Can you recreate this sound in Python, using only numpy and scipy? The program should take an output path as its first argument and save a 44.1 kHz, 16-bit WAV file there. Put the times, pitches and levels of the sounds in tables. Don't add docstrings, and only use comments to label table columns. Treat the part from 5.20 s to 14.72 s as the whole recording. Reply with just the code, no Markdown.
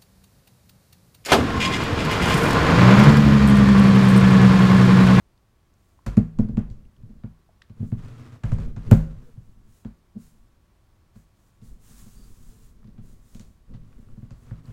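import sys
import numpy as np
from scipy import signal
from scipy.fft import rfft, irfft
from scipy.io import wavfile
from scipy.ndimage import uniform_filter1d

SR = 44100
rng = np.random.default_rng(int(sys.argv[2]) if len(sys.argv) > 2 else 0)


def materialize(psi):
    bounded = np.clip(np.atleast_2d(psi).T, -1, 1)
    quanta = np.round(bounded * 32767).astype(np.int16)
    wavfile.write(sys.argv[1], SR, quanta)


N = 419832
TIME = np.arange(N) / SR
FIRST_SECOND = TIME[:SR]

# pitch_hz, fade_s
ECHO_FADES = [(60, 0.6), (200, 0.27), (600, 0.575), (2000, 0.53), (7000, 0.55), (14000, 0.15)]
# pitch_hz, level_db
FAN_TONES = [(199, -80), (937, -89), (1033, -85), (1131, -81), (1330, -89)]
# pitch_hz, level_db
ROOM_COLOUR = [(12, -32), (20, 6), (107, 2), (123, -3), (268, -11.5), (300, -12.5), (326, -10), (496, -19),
               (554, -16.5), (1110, -22), (1210, -22.5), (1350, -22), (2720, -28.5), (4500, -30.5),
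               (15800, -38.5)]
RUMBLE_COLOUR = [(20, 6), (45, 2.5), (70, -8), (105, -4), (170, -13), (230, -8.5), (300, -24), (420, -25.5),
                 (600, -34), (1200, -71)]
SKIN_COLOUR = [(240, -15.5), (400, -6.5), (439, 6), (504, -30.5), (696, -7.5), (976, -6), (1100, -2.5),
               (2210, -10), (4690, -7.5), (5140, -8), (6990, -2.5), (14900, -11), (15800, -7.5)]
DRAG_COLOUR = [(180, -42.5), (300, 6.5), (360, -0.5), (468, 1), (526, -4.5), (863, -11.5), (1180, -8),
               (1700, -14.5), (4490, -24.5), (7140, -28), (15500, -43)]
# start_s, length_s, level_db
HAND_PUSHES = [(1.14, 0.27, -39.5), (1.75, 0.14, -53), (2.55, 0.24, -46.5), (3.25, 0.23, -37),
               (3.66, 0.07, -32), (4.0, 0.5, -59), (4.95, 0.24, -63), (6.38, 1.16, -55), (7.58, 0.39, -54),
               (8.12, 0.081, -51.5), (8.47, 0.09, -48.5), (8.72, 0.39, -54.5), (9.2, 0.38, -56.5)]
SKIN_RUBS = [(.55, 0.2, -74.5), (2.55, 0.2, -72), (3.9, 0.43, -76.5), (4.43, 0.18, -69.5),
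             (4.97, 0.097, -63.5), (5.94, 0.038, -71.5), (6.13, 0.15, -72), (6.41, 0.075, -65.5),
             (6.58, 0.25, -58), (6.75, 0.058, -59), (6.8, 0.64, -60.5), (7.81, 0.11, -66), (8.0, .22, -65),
             (8.6, 0.42, -77), (9.09, 0.19, -72), (9.42, 0.092, -72)]
CASE_SLIDES = [(.862, 0.013, -43.5), (2.55, 0.11, -64.5), (2.76, .4, -53.5), (3.23, 0.12, -50),
               (3.37, 0.078, -50.5), (3.57, 0.28, -54.5), (3.88, 0.21, -63), (8.48, 0.78, -68),
               (9.21, 0.18, -62.5), (9.43, 0.073, -59)]
# start_s, length_s, pitch_hz, level_db
BRIEF_SQUEAKS = [(4.05, 0.061, 465, -54), (6.926, 0.18, 4660, -69), (7.293, 0.18, 436, -68)]
# start_s, level_db, pitch_hz
FINGER_CLICKS = [(.177, -67, 4320), (.539, -68, 6130), (.790, -55, 1005), (1.391, -57.5, 6440),
                 (1.652, -65.5, 2644), (1.765, -64.5, 2970), (2.29, -56, 620), (2.418, -48.5, 1775),
                 (2.420, -50.5, 3600), (3.337, -54, 7600), (3.632, -63.5, 4040), (7.630, -61.5, 1190),
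                 (8.728, -60, 1200), (8.886, -60.5, 1300), (9.456, -58, 4400)]
# pitch_hz, level_db, fade_s (to fall 60 dB)
TABLE_SWAY_NOTES = [(47.44, 2, .27)]
TABLE_TOP_NOTES = [(103.4, -3.5, 0.17), (119, 2, .13), (141.8, -11.5, 0.079), (161.4, -14, 0.42)]
CAMERA_NOTES = [(181.1, -14, 0.12), (207.3, 1.5, 0.098), (238, -11, 0.16), (310, -19.5, 0.083),
                (360, -16.5, 0.073), (436, -20, 0.087), (490, -26, 0.098), (580, -28.5, .09),
                (658, -28, 0.089), (787, -34, .09)]
CASE_NOTES = [(377, -3, .18), (425, -8, .1), (538, 1, .16), (615, -9, .12), (731, -13, .18),
              (868, -16, .14), (1047, -10, .12), (1365, -7, .07), (1468, -9, .07), (1625, -9, .08),
              (2075, -20, .15)]
# pitch_hz, width_hz, level_db
CLACK_BANDS = [(440, 160, -3), (660, 290, 19), (1012, 470, 14), (1410, 130, 4), (2330, 900, -17)]
TICK_BANDS = [(3125, 2100, -3.5), (4400, 1200, -2.5), (6640, 2500, 1), (11600, 2000, -6.5)]
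# start_s, table_db, camera_db, clack_db, tick_db, softness (1 is firm, more is softer)
CASE_KNOCKS = [(.863, -19, -23.5, -34, -44.5, 1.3), (.969, -6.5, 0, -35.5, -48, 1.22),
               (1.187, -12.5, -6, -39.5, -52.5, 1.3), (1.238, -22, -21.5, -55, -75, 1.3),
               (1.287, -21.5, -19.5, -53.5, -62, 0.89), (1.371, -14, -9, -39.5, -55.5, 1.02),
               (1.501, -31, -38.5, -60, -58, 0.78), (1.828, -32, -41.5, -69, -90, 1.37),
               (1.892, -49, -36.5, -70, -78, 2), (2.036, -24.5, -25.5, -51, -76, 1.01),
               (2.496, -34, -37.5, -61, -69.5, 1.16), (2.596, -19, -26.5, -61, -76, 2.02),
               (2.621, -20.5, -19.5, -61, -76, 1.17), (2.719, -13.5, -18.5, -49, -66, .9),
               (3.235, -15.5, -25.5, -37.5, -52.5, 1.47), (3.318, -10.5, -22.5, -37.5, -54, 1.44),
               (3.385, -20, -29, -42.5, -56, 1.01), (3.562, -22, -29, -47.5, -60, 1.88),
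               (3.712, 4, 0.5, -24.5, -32.5, 1), (4.171, -30, -50.5, -63, -78, 0.88),
               (4.648, -29.5, -23.5, -49, -63, 1), (4.955, -37, -24.5, -69, -78.5, 2.5),
               (5.954, -41.5, -39, -61.5, -72, 2), (6.414, -39, -40, -75, -70, 1.9),
               (6.858, -44.5, -40, -69, -75, 1.9), (7.642, -38.5, -40, -65.5, -72, 1.66),
               (7.674, -41, -36.5, -69, -68, 0.8), (7.777, -33, -35, -61, -73, 2),
               (8.148, -42, -34, -56.5, -50.5, 0.75), (8.196, -37, -33.5, -59.5, -49, 0.86),
               (8.537, -30, -42, -59.5, -66, 2.3), (8.971, -34.5, -32.5, -66, -81, 1.63),
               (9.023, -29.5, -34, -62, -86, 0.8), (9.107, -31, -41, -52.5, -58, .8),
               (9.31, -23, -33, -47.5, -83, 1.03), (9.476, -29.5, -43, -59, -82, 1.86)]


def gain(db):
    return 10 ** (np.asarray(db) / 20)


def normalise(x):
    return x / np.sqrt(np.mean(x ** 2))


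def fade_out(t, fade_s):
    return np.exp(-np.log(1000) * t / fade_s)


def read_curve(hz, points):
    pitches, values = np.transpose(points)
    return np.interp(np.log(np.maximum(hz, 1)), np.log(pitches), values)


def colour(x, points):
    hz = np.fft.rfftfreq(len(x), 1 / SR)
    return normalise(irfft(rfft(x) * gain(read_curve(hz, points)), len(x)))


def resonate(x, bands):
    return sum(gain(db) * signal.lfilter(*signal.iirpeak(hz, hz / width_hz, fs=SR), x)
               for hz, width_hz, db in bands)


def wander(rate_hz):
    step = int(SR / rate_hz)
    stairs = np.repeat(rng.standard_normal(N // step + 1), step)
    return normalise(uniform_filter1d(stairs, step)[:N])


def add(track, start_s, sound):
    i = max(int(start_s * SR), 0)
    track[i:i + len(sound)] += sound[:N - i]


def room_and_fan():
    speed = 1 + .003 * wander(30)
    fan = sum(gain(db) * normalise(np.sin(2 * np.pi * hz * np.cumsum(speed) / SR))
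              for hz, db in FAN_TONES)
    return gain(-60.5) * colour(rng.standard_normal(N), ROOM_COLOUR) + gain(-2) * fan


def room_echo(x, build_s):
    hz = np.fft.rfftfreq(SR, 1 / SR)
    spectrum = rfft(rng.standard_normal(SR))
    octaves = np.log2(np.clip(hz, 32, 16384))
    build = 1 - np.exp(-FIRST_SECOND / build_s)
    tail = 0
    for octave in range(5, 15):
        band = irfft(spectrum * np.maximum(1 - abs(octaves - octave), 0), SR)
        shape = build * fade_out(FIRST_SECOND, read_curve(2 ** octave, ECHO_FADES))
        tail = tail + band * shape / np.linalg.norm(shape)
    return signal.fftconvolve(x, tail)[:N]


def strokes(moves, rise_s, sag_db_per_s, release_db_per_s):
    power = np.zeros(N)
    for start_s, length_s, db in moves:
        t = TIME[:int((length_s + 1) * SR)]
        swell_s = min(rise_s, .65 * length_s)
        swell = np.sin(np.pi / 2 * np.minimum(t / swell_s, 1))
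        drop_db = sag_db_per_s * t + release_db_per_s * np.maximum(t - length_s, 0)
        add(power, start_s, (swell * gain(db - drop_db)) ** 2)
    return np.sqrt(power)


def friction(grain_db, flutter_db, flutter_hz):
    return rng.standard_normal(N) * gain(grain_db * wander(900) + flutter_db * wander(flutter_hz))


def hand_rumble():
    loudness = strokes(HAND_PUSHES, rise_s=.093, sag_db_per_s=1, release_db_per_s=73.5)
    push = friction(grain_db=2, flutter_db=1.8, flutter_hz=22)
    return gain(9) * colour(push, RUMBLE_COLOUR) * loudness


def skin_rubs():
    loudness = strokes(SKIN_RUBS, rise_s=.19, sag_db_per_s=6.5, release_db_per_s=96)
    brush = friction(grain_db=1, flutter_db=1.36, flutter_hz=23)
    return gain(1.13) * colour(brush, SKIN_COLOUR) * loudness


def case_slides():
    loudness = strokes(CASE_SLIDES, rise_s=.043, sag_db_per_s=5.5, release_db_per_s=168.5)
    drag = friction(grain_db=2, flutter_db=1.64, flutter_hz=41)
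    scuff = colour(drag, DRAG_COLOUR)
    judder = resonate(drag, [(114, 40, 3.5), (238, 37, -6)])
    judder = normalise(resonate(judder, [(118, 60, 1), (238, 60, -3.5)]))
    return (gain(2.5) * scuff + gain(11) * judder) * loudness


def squeaks():
    out = np.zeros(N)
    for start_s, length_s, hz, db in BRIEF_SQUEAKS:
        band = [(hz, .07 * hz, 0)]
        tone = normalise(resonate(resonate(rng.standard_normal(SR), band), band))
        swell = np.sin(np.pi * np.minimum(FIRST_SECOND / length_s, 1))
        add(out, start_s, gain(db) * tone * swell)
    return out


def snap(bands, low_hz, high_hz, rise_s, contact_s, tail_db, tail_s):
    t = FIRST_SECOND[:SR // 3]
    rise = 1 - np.exp(-t / rise_s)
    fall = np.exp(-t / contact_s) + gain(tail_db) * fade_out(t, tail_s)
    noise = np.sign(rng.standard_normal(len(t)))
    burst = resonate(noise * fall * rise, bands)
    burst = signal.lfilter(*signal.butter(2, [low_hz, high_hz], "band", fs=SR), burst)
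    power = uniform_filter1d(burst ** 2, 132)
    return burst / np.sqrt(power.max())


def finger_clicks():
    out = np.zeros(N)
    for start_s, db, hz in FINGER_CLICKS:
        click = snap([(hz, .22 * hz, 0)], hz / 2, 2 * hz,
                     rise_s=.0002, contact_s=.0013, tail_db=-31, tail_s=.25)
        add(out, start_s, gain(db) * click)
    return out


def ring(notes, rise_s, pitch_spread, length_s):
    hz, db, fade_s = np.transpose(notes)[:, :, None]
    t = FIRST_SECOND[:round(length_s * SR)]
    hz = hz * (1 + pitch_spread * rng.standard_normal())
    swing = np.cos(2 * np.pi * hz * (t - rise_s))
    ringing = np.sum(gain(db) * swing * fade_out(t, fade_s), axis=0)
    swell = 1 - np.exp(-(t / rise_s) ** 3)
    smooth_end = 1 - (t / t[-1]) ** 4
    out = ringing * swell * smooth_end
    return out / abs(out).max()


def knocks():
    thumps, clatter = np.zeros((2, N))
    for start_s, table_db, camera_db, clack_db, tick_db, softness in CASE_KNOCKS:
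        push_s = start_s - .007 * (softness - 1) - .001
        sway = ring(TABLE_SWAY_NOTES, rise_s=.016 * softness, pitch_spread=.024, length_s=.4)
        table = ring(TABLE_TOP_NOTES, rise_s=.0121 * softness, pitch_spread=.025, length_s=.4)
        camera = ring(CAMERA_NOTES, rise_s=.011 * softness, pitch_spread=.022, length_s=.2)
        add(thumps, push_s, gain(clack_db + 11.5) * sway)
        add(thumps, push_s, gain(table_db - 2) * table)
        add(thumps, push_s, gain(camera_db - 1.5) * camera)

        case_db = clack_db + np.interp(clack_db, [-33, -23], [1, 13])
        case = ring(CASE_NOTES, rise_s=.0044 * softness, pitch_spread=.0054, length_s=.2)
        add(clatter, start_s, gain(case_db) * case)
        bluntness = softness ** 2.5
        clack = snap(CLACK_BANDS, 350, 2900, rise_s=.00035 * bluntness,
                     contact_s=.0017 * bluntness, tail_db=-11, tail_s=.29)
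        add(clatter, start_s, gain(clack_db - 1.5) * clack)

        reach_hz = np.clip(8800 * gain(.36 * (tick_db + 52)), 5000, SR / 2 - 1000)
        bounce_s = .013 * rng.uniform(.95, 1.5)
        for delay_s, db in (0, tick_db), (bounce_s, tick_db - 7.5):
            tick = snap(TICK_BANDS, 1800, reach_hz, rise_s=.00022 * bluntness,
                        contact_s=.0017 * bluntness, tail_db=-16, tail_s=.26)
            add(clatter, start_s + delay_s, gain(db) * tick)
    boom = gain(-20) * room_echo(thumps, build_s=.018)
    clatter_echo = gain(-15) * room_echo(clatter, build_s=.012)
    return thumps + clatter + boom + clatter_echo


def scene():
    handling = knocks() + finger_clicks() + squeaks() + case_slides() + skin_rubs() + hand_rumble()
    return (handling + room_and_fan())[None]


def record(dry):
    treble_cut = signal.ellip(10, .1, 80, 15850, fs=SR, output="sos")
    return signal.sosfilt(treble_cut, np.clip(dry, -1, 1))


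dry = scene()
out = record(dry)
materialize(out)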